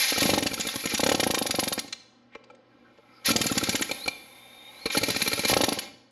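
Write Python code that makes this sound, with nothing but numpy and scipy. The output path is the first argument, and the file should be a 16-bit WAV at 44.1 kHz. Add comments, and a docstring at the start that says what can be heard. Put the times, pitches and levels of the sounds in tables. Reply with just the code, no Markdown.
"""Three bursts of hammering are heard: pops, bright steel cracks and dull knocks, with hissing air and a ringing room.
An air hammer chisels a steel hub held in a vise. Pressure humps make the pops; noise bursts ring steel and barrel.
Shaped noise makes the hiss, vent spits and rubbing; a gliding tone makes the valve's whistle.
A workshop echoes for over half a second above a low murmur and a mains hum.
Two microphone feeds, one dull and one full but a few ms later, are added together."""
import sys
import numpy as np
from scipy import signal
from scipy.fft import rfft, irfft, next_fast_len
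from scipy.io import wavfile
from scipy.ndimage import uniform_filter1d

SR = 44100
rng = np.random.default_rng(int(sys.argv[2]) if len(sys.argv) > 2 else 0)


def store_wav(level_fs):
    """Save 16-bit WAV to argv[1]."""
    pcm = np.round(np.clip(np.atleast_2d(level_fs), -1, 1) * 32767)
    wavfile.write(sys.argv[1], SR, pcm.T.astype(np.int16))


N = 269451

# All levels in the tables are relative; the functions set the final loudness.
# Strokes of the piston. Each row: exhaust pop time in seconds, pop level in dB, delay of the steel blow in ms,
# blow level in dB, delay of the vent spit in ms, spit level in dB. Both delays count from the pop.
STROKES = [(0.121, -17.5, 4, -11.5, 6, -34), (0.177, -15, 1, -8, 5.5, -23),
           (.218, -11.5, 9.5, -6, 7.4, -21), (.253, -10, 5, -7.5, 13, -25), (0.291, -9.5, 4, -6, 6, -35),
           (.333, -9, 4, -6.5, 4, -30), (.375, -8.5, 4.5, -7, 9.5, -27), (.423, -13, 1, -9.5, 9, -24),
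           (.457, -15.5, 6.5, -6, 12, -27.5), (.53, -23.5, 9.9, -10.5, 8, -26.5),
           (0.593, -22.5, 5.5, -13.5, 4, -29), (.666, -23, 2.5, -10.5, 5, -24.5),
           (.756, -20.5, 0.3, -12.5, 3, -25), (.854, -16.5, 0.9, -9.5, 4, -22.5),
           (.935, -16, 12, -7.5, 5, -22.5), (.994, -10, 6.5, -5.5, 10, -23), (1.031, -9.5, 3, -5, 8.5, -22),
           (1.061, -9, 0.8, -5.5, 9, -24.5), (1.088, -10.5, 2, -6.5, 6, -25),
           (1.115, -9, 2.4, -8.5, 7.5, -25), (1.143, -14, 3, -5.5, 9, -28.5),
           (1.195, -12.5, 2.4, -7, 6.5, -21), (1.229, -11.5, 3.5, -7.5, 6.5, -22.5),
           (1.264, -11.5, 5.5, -8, 5.5, -21), (1.3, -12.5, 5, -7.5, 9, -21),
           (1.337, -14.5, 6.5, -6.5, 10.5, -23.5), (1.373, -14.5, 7.5, -8, 14, -20.5),
           (1.413, -14.5, 7.5, -8, 12, -22), (1.455, -17.5, 7.5, -9, 10.5, -20.5),
           (1.495, -16.5, 11, -7, 13.5, -22), (1.541, -14.5, 8, -9.5, 12.9, -21),
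           (1.585, -12, 6.5, -7, 12.5, -21), (1.627, -15, 6.5, -9.5, 11, -23.5),
           (1.67, -16, 6, -8, 11.5, -20.5), (1.716, -19, 7.5, -8, 13, -20),
           (1.776, -18, 13.5, -11, 15.5, -23.5), (3.303, -13, 6, -8, 7, -33),
           (3.355, -14.5, 5.7, -3.5, 9, -23), (3.406, -16, 7, -5, 8, -23),
           (3.456, -17.5, 8.5, -5.5, 6, -22), (3.512, -16, 8, -8, 4, -21.5),
           (3.569, -16, 8.5, -6, 6.5, -22.5), (3.627, -16.5, 8.5, -7.5, 6, -23),
           (3.686, -16, 6.5, -6, 5, -20.5), (3.744, -16.5, 8.5, -5, 10, -23),
           (3.809, -18.5, 10, -6, 3, -25), (3.911, -18, 1, -13.5, 1.5, -26),
           (4.077, -17.5, 1.5, -12.5, -.8, -27), (4.969, -11.5, -0.8, -9.5, 5, -19),
           (5.031, -15.5, .6, -8.5, 2.5, -22.5), (5.101, -17.5, -1, -8.5, 2, -22.5),
           (5.161, -18.5, -1.5, -9, 3.7, -25), (5.22, -18, -2.5, -6.5, 1, -21),
           (5.276, -18, -1.9, -9, 0.5, -18.5), (5.331, -18, -0.5, -6.5, 3, -22),
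           (5.391, -18, 1.1, -9.5, 1.5, -25), (5.45, -16, -2, -8.5, -0.5, -23.5),
           (5.496, -13, 1.5, -9, -5, -19), (5.529, -8, 5.5, -3.5, 10.5, -21), (5.565, -5.5, 4, -8, 9, -28),
           (5.605, -8.5, 4.5, -6, 10, -22.5), (5.634, -9, 2, -4, 7, -20.5),
           (5.682, -10.5, 3, -8, 6.5, -22.5), (5.719, -12.5, 4, -9, 7, -23),
           (5.773, -22, 13, -9.5, 17.5, -23)]
# How the tool is held. Each row: start in seconds, time scale of the pop in ms, bench thud in dB, brightest ring in Hz,
# blow decay by 60 dB in seconds, tilt in dB per octave, shank ring in dB, rise time scale of the blow in ms,
# lift of the brightest ring in dB, spit decay by 60 dB in seconds, lead of the back knock before the pop in ms,
# knock level in dB, dull ring in dB, level of the rattle with it in dB. About -70 dB is in effect silent.
HOLDS = [(0, 4.06, -9, 2600, 0.037, -1.7, -0.5, 1.6, 4, 0.035, 13, -70, 1.5, -70.5),
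         (.5, 5, -7.5, 6910, 0.024, -1, 0, 1.33, 7, 0.028, 15.6, -33.5, -1, -28),
         (.97, 3.57, -13.5, 2980, 0.03, -2, 0, 1.77, 2, 0.045, 26, -70, -1.5, -70),
         (1.4, 3.84, -12.5, 4700, 0.031, -1.4, .1, 1.46, 3.5, 0.042, 15, -72, 1, -70),
         (1.9, 4.8, -13.5, 2400, 0.023, 0, -0.5, 1.1, 7.5, 0.044, 15, -70, -4, -70),
         (3.2, 5, -3, 7200, 0.04, 2, 9, 2.1, 5, 0.069, 13, -27, -7.5, -74),
         (3.33, 5.6, -2.5, 7200, 0.02, 0.4, -0.5, 1.9, 7, 0.042, 21, -40, 7, -23),
         (3.43, 4.76, -2.5, 7150, 0.022, -0.7, 3.5, 2.2, 9.5, .048, 14.5, -33.5, -1, -24),
         (3.86, 3.36, -14, 4140, 0.027, -0.8, 14, 1.9, 5.5, 0.022, 17, -35.5, 0.7, -26),
         (4.8, 4.34, -5.5, 4130, 0.036, 0, 8, 2.5, 9, 0.033, 20.6, -25.5, -0.5, -33),
         (5, 3.76, -5.5, 4200, .027, -0.8, 9.5, 2.2, 7.5, 0.038, 14, -34, 2.5, -20),
         (5.47, 3.62, -9, 3900, 0.024, -3, -4, 1.75, 2.5, 0.046, 17, -72, 5, -70)]
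HOLD_COLUMNS = ("start", "pop_ms", "thud_db", "ring_hz", "blow_t60", "tilt_db", "shank_db", "rise_ms",
                "lift_db", "spit_t60", "back_ms", "knock_db", "seat_db", "rattle_db")

# The bit bouncing or clicking by itself. Each row: time in seconds, level in dB, brightest ring in Hz,
# tilt in dB per octave.
RATTLES = [(0.205, -6, 3830, -1), (0.5326, -19, 3950, 5.5), (0.607, -11, 6960, 0),
           (0.6855, -14, 3700, -5.5), (0.87, -13.5, 2180, -2.5), (0.9409, -12.5, 3460, -3),
           (.976, -6.5, 3950, 0.5), (1.1757, -20, 2950, 0.5), (1.7773, -16, 2260, -6),
           (1.877, -29, 4200, -1), (1.925, -14.5, 4140, 0), (2.3494, -32.5, 2400, -10),
           (2.438, -40, 2410, -5), (2.5025, -45, 2380, -2), (2.5478, -44, 2360, -3),
           (2.976, -47.5, 1890, -7), (4.856, -13.5, 4230, -6), (4.8635, -22, 2370, -5),
           (4.8996, -18, 3740, -5.5), (4.979, -10, 1860, 0), (5.0836, -15, 2350, 3), (5.5177, -14, 4580, 8)]
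# Rings of the struck steel. Each row: pitch in Hz, level in dB, decay by 60 dB in seconds.
STEEL = [(1900, -4, .05), (2393, 11, 0.019), (3090, 4, .04), (3714, 2.5, 0.081), (4210, 11, 0.022),
         (4734, 15.5, 0.013), (5800, 8, 0.049), (6910, 9.5, 0.017)]
# Tone colour of the crack. Each row: frequency in Hz, level in dB.
CRACK = [(500, -16.5), (1000, -5.5), (2000, 0.5), (4500, 4.5), (7000, 2), (7600, -2.5), (8900, -9.5),
         (9200, -27)]
RATTLE_LEAD_MS, RATTLE_HZ = 3, 4300  # rattle before each back knock, and its brightest ring

# Weak puffs of exhaust between strokes. Each row: time in seconds, level in dB.
PUFFS = [(0.239, -18.5), (.276, -26.5), (.314, -18.5), (0.356, -20), (.403, -25.5), (1.175, -23),
         (1.844, -32.5), (3.282, -20.5), (3.334, -25), (3.384, -26), (3.437, -29), (5.011, -24),
         (5.082, -17), (5.514, -16), (5.589, -23)]
PUFF_MS, PUFF_THUD_DB = 4.14, -1.5  # time scale, and bench thud over the puff
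# Tone colour of the exhaust port. Each row: frequency in Hz, level in dB.
PORT = [(30, -46.5), (70, -17), (130, -3.5), (900, -1), (1600, -7)]
# Rings of the vise and bench. Each row: pitch in Hz, level in dB, decay by 60 dB in seconds.
BENCH = [(128.7, -6, 0.098), (178.2, -8.5, 0.051), (234.3, -14, 0.089), (302, -14.5, 0.05),
         (430, -9, 0.033), (555, -27, 0.036), (710, -16, 0.068), (942, -12, 0.077)]

# The bit shifting in its seat. Each row: time in seconds, level in dB, dull ring in dB.
KNOCKS = [(.16, -31.5, -1.5), (2.354, -53.5, 15), (2.5002, -46.5, -4), (2.9854, -64, 16.5),
          (3.9114, -59, 17), (4.0774, -49, 8), (4.8574, -45.5, 21.5)]
# Rings of the barrel. Each row: pitch in Hz, level in dB, decay by 60 dB in seconds.
BARREL = [(1362, -1.5, 0.024), (2337, -5.5, 0.038)]
# Rings of the bit's seat. Each row: pitch in Hz, level in dB, decay by 60 dB in seconds.
SEAT = [(452.6, 7, 0.05), (567, -1, 0.039), (863, -2, 0.033)]

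# Spits of air from the vents between strokes. Each row: time in seconds, level in dB.
SPITS = [(.013, -21), (.102, -25), (0.2095, -22), (0.361, -27), (0.406, -31), (0.5446, -30), (.8909, -34),
         (.9802, -22), (1.1782, -35.5), (3.257, -15.5), (3.9455, -31), (4.8564, -29.5), (4.929, -36),
         (4.982, -24), (5.358, -28), (5.4824, -21), (5.5927, -34), (5.666, -28)]
# Treble rings in the spits. Each row: pitch in Hz, level in dB, decay by 60 dB in seconds.
STEEL_TOP = [(10110, 8, 0.0091), (11150, 8.5, 0.0113), (12470, 0.5, 0.011), (12000, -7.5, 0.022)]
# Tone colour of the spits. Each row: frequency in Hz, level in dB.
CRACK_TOP = [(8800, -59), (9300, 4), (10500, 15.5), (11700, 14), (12300, 8), (13200, 8), (14200, -52.5),
             (16400, -68)]
SPIT_RISE_S, KNOCK_SPIT_DB = 0.0013, -3.5  # rise time scale; spit over its back knock

# Air through the valve. Each row: time in seconds, hiss level in dB, level of its thin top in dB.
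AIR = [(0, -28, -42.5), (.31, -28.5, -40), (.44, -39, -51.5), (.82, -34.5, -46), (1.29, -42, -54.5),
       (1.65, -38, -51), (1.86, -59, -64.5), (2.77, -70.5, -99), (3.2, -62.5, -79.5), (3.4, -33, -47),
       (3.72, -32.5, -47), (4.02, -43, -53), (4.14, -52.5, -58.5), (4.6, -51, -65), (4.93, -43.5, -59),
       (5.1, -30, -45), (5.55, -36.5, -45), (5.85, -36.5, -63)]
# The trigger is let go. Each row: start in seconds, end in seconds.
SHUT = [(1.831, 2.72), (5.83, 6.2)]
# Rushes of air as the trigger opens. Each row: start in seconds, length in seconds, hiss in dB, thin top in dB.
RUSHES = [(-.02, 0.13, -21, -35), (0.878, .055, -31, -45), (3.244, 0.071, -23, -35.5),
          (4.905, 0.0564, -28, -41.5), (5.464, .056, -22, -34)]
# Tone colour of the hiss at full flow. Each row: frequency in Hz, level in dB.
HISS = [(200, -29.5), (500, -13.5), (1400, -11), (1900, -1.5), (2350, 0.5), (2900, -5), (4200, 0),
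        (5200, -3.5), (7200, -8.5), (7700, -36), (9000, -43)]
# Tone colour of a trickle of air. Each row: frequency in Hz, level in dB.
LEAK = [(200, -11), (550, -5.5), (850, -3), (1150, -11), (1400, -12.5), (1900, -14), (2280, 3),
        (2600, -13.5), (3700, -10.5), (5800, -23), (6600, -20), (7600, -31.5), (9000, -36.5)]
LEAK_DB = -41.5  # flow level at which trickle and full flow share equally
# Tone colour of the thin top. Each row: frequency in Hz, level in dB.
HISS_TOP = [(8900, -18), (9700, -10), (10300, 0.5), (10900, 1.5), (11400, 3), (12100, -7.5), (12900, -10),
            (13500, -12), (14200, -33), (16400, -47.5)]
# The half-open valve whistles. Each row: time in seconds, pitch in Hz, level in dB.
WHISTLE = [(3.95, 3550, -61), (4.0, 3700, -49), (4.045, 4250, -40), (4.09, 3910, -51), (4.13, 3534, -55.5),
           (4.6, 3665, -59.5), (4.72, 3740, -54.5), (4.79, 4080, -51), (4.84, 4290, -44)]

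# Glove and bit rubbing on the work, air creeping in. Each row: start in seconds, length in seconds,
# centre in Hz, width in Hz, level in dB.
RUBS = [(2.294, 0.092, 2190, 1510, -58), (2.341, 0.35, 510, 302, -60.5), (2.418, 0.18, 3010, 2520, -76.5),
        (2.628, 0.44, 352, 302, -67.5), (2.702, 0.051, 1606, 200, -68), (2.803, 0.13, 1426, 302, -60.5),
        (2.946, 0.43, 1325, 250, -66), (3.002, 0.32, 2160, 398, -67.5), (3.077, 0.17, 4840, 700, -68)]

# Tone colour of the building's murmur. Each row: frequency in Hz, level in dB.
SHOP = [(25, -17.5), (60, -11.5), (130, -10), (250, -3.5), (500, -6), (1300, -13.5), (2400, -19.5),
        (5000, -25.5), (7000, -48.5), (12000, -52), (16000, -70)]
SHOP_DB = -68.5
# Mains hum and electric whine. Each row: pitch in Hz, level in dB.
HUM = [(120, -63.5), (241, -74.5), (360, -76.5), (500, -83), (1000, -85.5), (1500, -84), (2000, -78.5),
       (2500, -104), (3000, -85)]
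# Echo of the workshop. Each row: frequency in Hz, decay by 60 dB in seconds.
ROOM = [(125, 0.75), (500, 0.7), (2000, 0.63), (5000, 0.67), (7500, 0.54), (12000, 0.35)]
ROOM_DB = -14

# Left-right difference. Each row: frequency in Hz, level against the middle in dB.
WIDTH = [(30, -20), (60, -22), (125, -37), (500, -33.5), (1000, -31.5), (2000, -33), (4000, -32.5),
         (8000, -21.5), (11000, -17.5), (16000, -4)]
# Tone colour of the microphones. Each row: frequency in Hz, level in dB.
MIC = [(8500, 0), (9050, 2.5), (9500, 1.5)]
FEED_LAG_S = 166.4 / SR  # the full feed comes this much later
DULL_FEED_HZ, DULL_FEED_DB = 8950, 3.5  # upper edge and level of the dull feed
LOW_CUT_HZ, TOP_HZ = 67, 16490
SPAN, LEAD = 8192, 512  # samples in one event, and those of them before its moment


def chisel():
    """The bit chatters on steel; the spot struck favours one ring, the angle sets brightness and shank ring."""
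    s, db, hz, tilt_db = (c[:, None] for c in np.transpose(blows()))
    hold = held(s)
    hits = chatter(hold["rise_ms"] / 1000, hold["blow_t60"], CRACK, STEEL, -9)
    f = np.fft.rfftfreq(SPAN, 1 / SR) + 1
    favour = undb(hold["lift_db"] * np.exp(-((f - hz) / 400) ** 2))
    shank = undb(hold["shank_db"] * np.exp(-((f - 2350) / 220) ** 2))
    tilt = undb(tilt_db * np.log2(np.maximum(f, 900) / 3800))
    hits = irfft(rfft(hits) * favour * shank * tilt, SPAN)
    return place(s[:, 0], undb(db - 10.5) * hits)


def blows():
    """Rows (s, dB, brightest ring Hz, tilt dB per octave) of all steel contacts."""
    s, _, lag_ms, db, *_ = np.transpose(STROKES)
    hold = held(s)
    back, *_, rattle_db = back_knocks()
    strokes = zip(s + lag_ms / 1000, db, hold["ring_hz"], hold["tilt_db"])
    rattle_hz = np.full(len(s), RATTLE_HZ)
    back_rattles = zip(back - RATTLE_LEAD_MS / 1000, rattle_db, rattle_hz, hold["tilt_db"])
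    return [*strokes, *RATTLES, *back_rattles]


def exhaust():
    """A quick dip, a pressure hump and a slow suck back, never twice alike; the shock thuds in vise and bench."""
    s, db, ms, thud_db = (c[:, None] for c in np.transpose(pops()))
    part = since() * 1000 / ms  # time in units of the pop's time scale
    lobes = ((.3, 0.078, -0.9), (.52, 0.096, 0.96), (.9, 0.25, -0.79), (1.4, 1, -0.13))  # (centre, width, size)
    sizes = undb(2.0 * rng.standard_normal((len(s), len(lobes))))
    pressure = 0
    for k, (centre, width, size) in enumerate(lobes):
        pressure = pressure + sizes[:, [k]] * size * np.exp(-((part - centre) / width) ** 2)
    pressure = pressure * (part > 0)
    rough = uniform_filter1d(rng.standard_normal(part.shape), size=24, axis=1)
    swirl = part * np.exp(-part / 0.82) * rough
    pop = unit(colour(pressure, PORT), peak=True) + undb(-6) * unit(colour(swirl, PORT), peak=True)
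    thud = unit(ring(pop, BENCH, 3.6), peak=True)
    return place(s[:, 0] + .0008, undb(db - 7.0) * (pop + undb(thud_db) * thud))


def pops():
    """Rows (s, dB, time scale ms, thud dB) of all exhaust pops."""
    s, db, *_ = np.transpose(STROKES)
    hold = held(s)
    puffs = [(*puff, PUFF_MS, PUFF_THUD_DB) for puff in PUFFS]
    return [*zip(s, db, hold["pop_ms"], hold["thud_db"]), *puffs]


def piston():
    """A short soft contact rings the barrel and the duller seat of the bit."""
    back, back_db, back_seat_db, _ = back_knocks()
    knocks = [*KNOCKS, *zip(back, back_db, back_seat_db)]
    s, db, seat_db = (c[:, None] for c in np.transpose(knocks))
    t = since()
    push = (t > 0) * np.minimum(t / 0.0011, 1) * fade(t, 0.0061)
    force = push * rng.standard_normal((len(s), SPAN))
    barrel = unit(ring(force, BARREL, 2.0), peak=True)
    seat = unit(ring(force, SEAT, 2.0), peak=True)
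    return place(s[:, 0], undb(db + 2.5) * (barrel + undb(seat_db) * seat))


def back_knocks():
    """Time, level, dull ring and rattle of the piston meeting the back of the barrel before each stroke."""
    s = np.array(STROKES)[:, 0]
    hold = held(s)
    return s - hold["back_ms"] / 1000, hold["knock_db"], hold["seat_db"], hold["rattle_db"]


def vents():
    """Short treble spits of air with each stroke and back knock, timed for the later feed that carries the treble."""
    s, *_, lag_ms, db = np.transpose(STROKES)
    back, knock_db, *_ = back_knocks()
    with_strokes = zip(s + lag_ms / 1000, db)
    with_knocks = zip(back, knock_db + KNOCK_SPIT_DB)
    s, db = np.transpose([*with_strokes, *SPITS, *with_knocks])
    spits = chatter(SPIT_RISE_S, held(s)["spit_t60"][:, None], CRACK_TOP, STEEL_TOP, -5)
    return place(s - FEED_LAG_S, undb(db - 1)[:, None] * spits)


def air():
    """Turbulent hiss in the tool's passages, a thin top from the vents and a whistle from the valve."""
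    flow = air_flow()
    # a trickle only sounds the narrow passages; full flow roars broadly
    full = flow[0] ** 2 / (flow[0] ** 2 + undb(LEAK_DB) ** 2)
    roar = unit(colour(rng.standard_normal(N), HISS))
    trickle = unit(colour(rng.standard_normal(N), LEAK))
    blend = full * roar + (1 - full) * undb(1.4) * trickle
    hiss = flow[0] * undb(-7.5) * flicker(60, 2.6 * full) * blend
    thin = unit(colour(rng.standard_normal(N), HISS_TOP))
    top = flow[1] * undb(0.5) * flicker(90, 4.1 * full) * thin
    return hiss + top + whistle()


def air_flow():
    """Strength of the hiss and its thin top: shut with the trigger let go, rushing as it opens."""
    t, flow = np.arange(N) / SR, undb(curve(AIR))
    for start, end in SHUT:
        flow = flow * (1 - np.clip((t - start) / 0.079, 0, 1) * np.clip((end - t) / 0.077, 0, 1))
    for s, length, *db in RUSHES:
        opening = np.clip((t - s + 0.0018) / 0.025, 0, 1)
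        closing = np.exp(-np.maximum(t - s - length, 0) / 0.004)
        flow = np.hypot(flow, undb(db)[:, None] * opening * closing)
    return flow


def whistle():
    """A tone glides with the valve; its steady part gives way to a noisy wobble as the pitch nears 4000 Hz."""
    first, last = WHISTLE[0], WHISTLE[-1]
    hz, db = curve([(first[0] - .05, first[1], -100), *WHISTLE, (last[0] + 0.031, last[1], -100)])
    breath = unit(uniform_filter1d(rng.standard_normal((2, N)), int(SR / 140), axis=1))
    turn = 2 * np.pi * np.cumsum(hz) / SR
    steady = np.clip((4000 - hz) / 300, 0, 1)
    return undb(db) * ((steady + breath[0] / 2) * np.cos(turn) + breath[1] / 2 * np.sin(turn))


def handling():
    """Rubbing makes soft grainy bands of noise that swell and fade."""
    t, f, out = np.arange(N) / SR, np.fft.rfftfreq(N, 1 / SR), 0
    for s, length, hz, width, db in RUBS:
        scrape = irfft(rfft(rng.standard_normal(N)) / (1 + (2 * (f - hz) / width) ** 2), N)
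        swell = np.sin(np.pi * np.clip((t - s) / length, 0, 1)) ** 2
        out = out + undb(db - 3.0) * swell * flicker(77, 3.0) * unit(scrape)
    return out


def shop():
    """Low murmur of the building, mains hum and a faint electric whine: shaped noise and wavering tones."""
    t, hum = np.arange(N) / SR, 0
    for hz, db in HUM:
        hum = hum + undb(db) * flicker(16, 3.3) * np.sin(2 * np.pi * (hz * t + rng.random()))
    murmur = unit(colour(rng.standard_normal(N), SHOP))
    return undb(SHOP_DB) * flicker(1.5, 3.5) * murmur + hum


def walls(x):
    """Dense echoes that build over a few ms and die fastest in the high treble."""
    t, (hz, t60) = np.arange(SR) / SR, np.transpose(ROOM)
    noise, pitch = rfft(rng.standard_normal(SR)), np.log(np.fft.rfftfreq(SR, 1 / SR) + 1)
    tail = 0
    # overlapping bands that add up to the whole noise, each with its own decay
    for row, decay in zip(np.eye(len(hz)), t60):
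        band = irfft(noise * np.interp(pitch, np.log(hz), row), SR)
        tail = tail + band * fade(t, decay)
    tail = tail * (1 - np.exp(-t / 0.0083))
    return undb(ROOM_DB) * signal.fftconvolve(x, tail / np.sqrt(np.sum(tail ** 2)))[:N]


def chatter(rise, t60, crack, modes, ring_db):
    """Spiky noise swells and fades within a few ms and sets the modes ringing; rows of peak 1."""
    spikes = np.repeat(undb(4.22 * rng.standard_normal((len(t60), SPAN // 32))), 32, axis=1)
    t = np.maximum((np.arange(SPAN) - LEAD) / SR + 0.37 * rise, 0)
    swell = (1 - np.exp(-t / rise)) ** 3 * fade(t, t60)
    force = swell * spikes * rng.standard_normal(spikes.shape)
    rings = ring(force, modes, 3)
    return unit(unit(colour(force, crack)) + undb(ring_db) * unit(colour(rings, crack)), peak=True)


def ring(force, modes, scatter_db):
    """Each row of force rings the modes, caught differently every time."""
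    t, (hz, db, t60) = np.arange(SPAN) / SR, np.transpose(modes)
    tones = np.sin(2 * np.pi * hz[:, None] * t) * fade(t, t60[:, None])
    gains = undb(db + scatter_db * rng.standard_normal((len(force), len(hz))))
    return irfft(rfft(force) * rfft(gains @ tones), SPAN)


def held(s):
    """Named columns of HOLDS in force at times s, each shaped like s."""
    rows = np.array(HOLDS)
    current = rows[np.searchsorted(rows[:, 0], s, side="right") - 1]
    return dict(zip(HOLD_COLUMNS, np.moveaxis(current, -1, 0)))


def since():
    """Seconds since the moment of an event, 0 before it."""
    return np.maximum(np.arange(SPAN) - LEAD, 0) / SR


def place(times, rows):
    """Rows laid on the time line; each begins LEAD samples before its moment."""
    out = np.zeros(N + SPAN + LEAD)
    for s, row in zip(times, rows):
        start = int(s * SR)
        out[start:start + SPAN] += row * signal.windows.tukey(SPAN, LEAD / SPAN)
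    return out[LEAD:LEAD + N]


def curve(table):
    """Columns of a table joined by straight lines, one value a sample."""
    s, *columns = np.transpose(table)
    return [np.interp(np.arange(N) / SR, s, c) for c in columns]


def flicker(rate, depth_db):
    """Gain that wanders about rate times a second."""
    k = int(SR / rate)
    steps = np.repeat(rng.standard_normal(N // k + 1), k)
    return undb(depth_db * uniform_filter1d(steps, k)[:N])


def colour(x, table):
    """Filter the last axis by (Hz, dB) points."""
    n, (hz, db) = x.shape[-1], np.transpose(table)
    pitch = np.log(np.fft.rfftfreq(n, 1 / SR) + 1)
    return irfft(rfft(x) * undb(np.interp(pitch, np.log(hz), db)), n)


def unit(x, peak=False):
    """Rows scaled to an rms (average strength) of 1, or to a peak of 1."""
    size = np.abs(x).max(-1, keepdims=True) if peak else np.sqrt(np.mean(x ** 2, -1, keepdims=True))
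    return x / size


def fade(t, t60):
    """Decay by 60 dB in t60 seconds."""
    return np.exp(-np.log(1000) * t / t60)


def undb(db):
    """dB to gain."""
    return 10 ** (np.asarray(db) / 20)


def scene():
    """The tool in its room; left and right differ unsteadily, most of all in the high treble."""
    tool = chisel() + exhaust() + piston() + vents() + air() + handling()
    mid = tool + walls(tool) + shop()
    sway = unit(uniform_filter1d(rng.standard_normal(N), int(SR / 150)))
    side = colour(mid * sway, WIDTH)
    return np.array([mid + side, mid - side])


def record(dry):
    """A dull feed and a full one that lags it are summed, which combs all below the dull feed's edge."""
    size = next_fast_len(N + SR)
    hz = np.fft.rfftfreq(size, 1 / SR)
    dull = undb(DULL_FEED_DB) / (1 + (hz / DULL_FEED_HZ) ** 60)
    late = np.exp(-2j * np.pi * hz * FEED_LAG_S)
    padded = np.pad(dry, ((0, 0), (LEAD, 0)), "reflect")
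    mix = irfft(rfft(padded, size) * (dull + late), size)[:, LEAD:LEAD + N]
    low_cut = signal.butter(2, LOW_CUT_HZ, "high", fs=SR, output="sos")
    top_cut = signal.ellip(14, .2, 90, TOP_HZ, fs=SR, output="sos")
    return signal.sosfilt(top_cut, signal.sosfilt(low_cut, colour(mix, MIC)))


dry = scene()
out = record(dry)
store_wav(out)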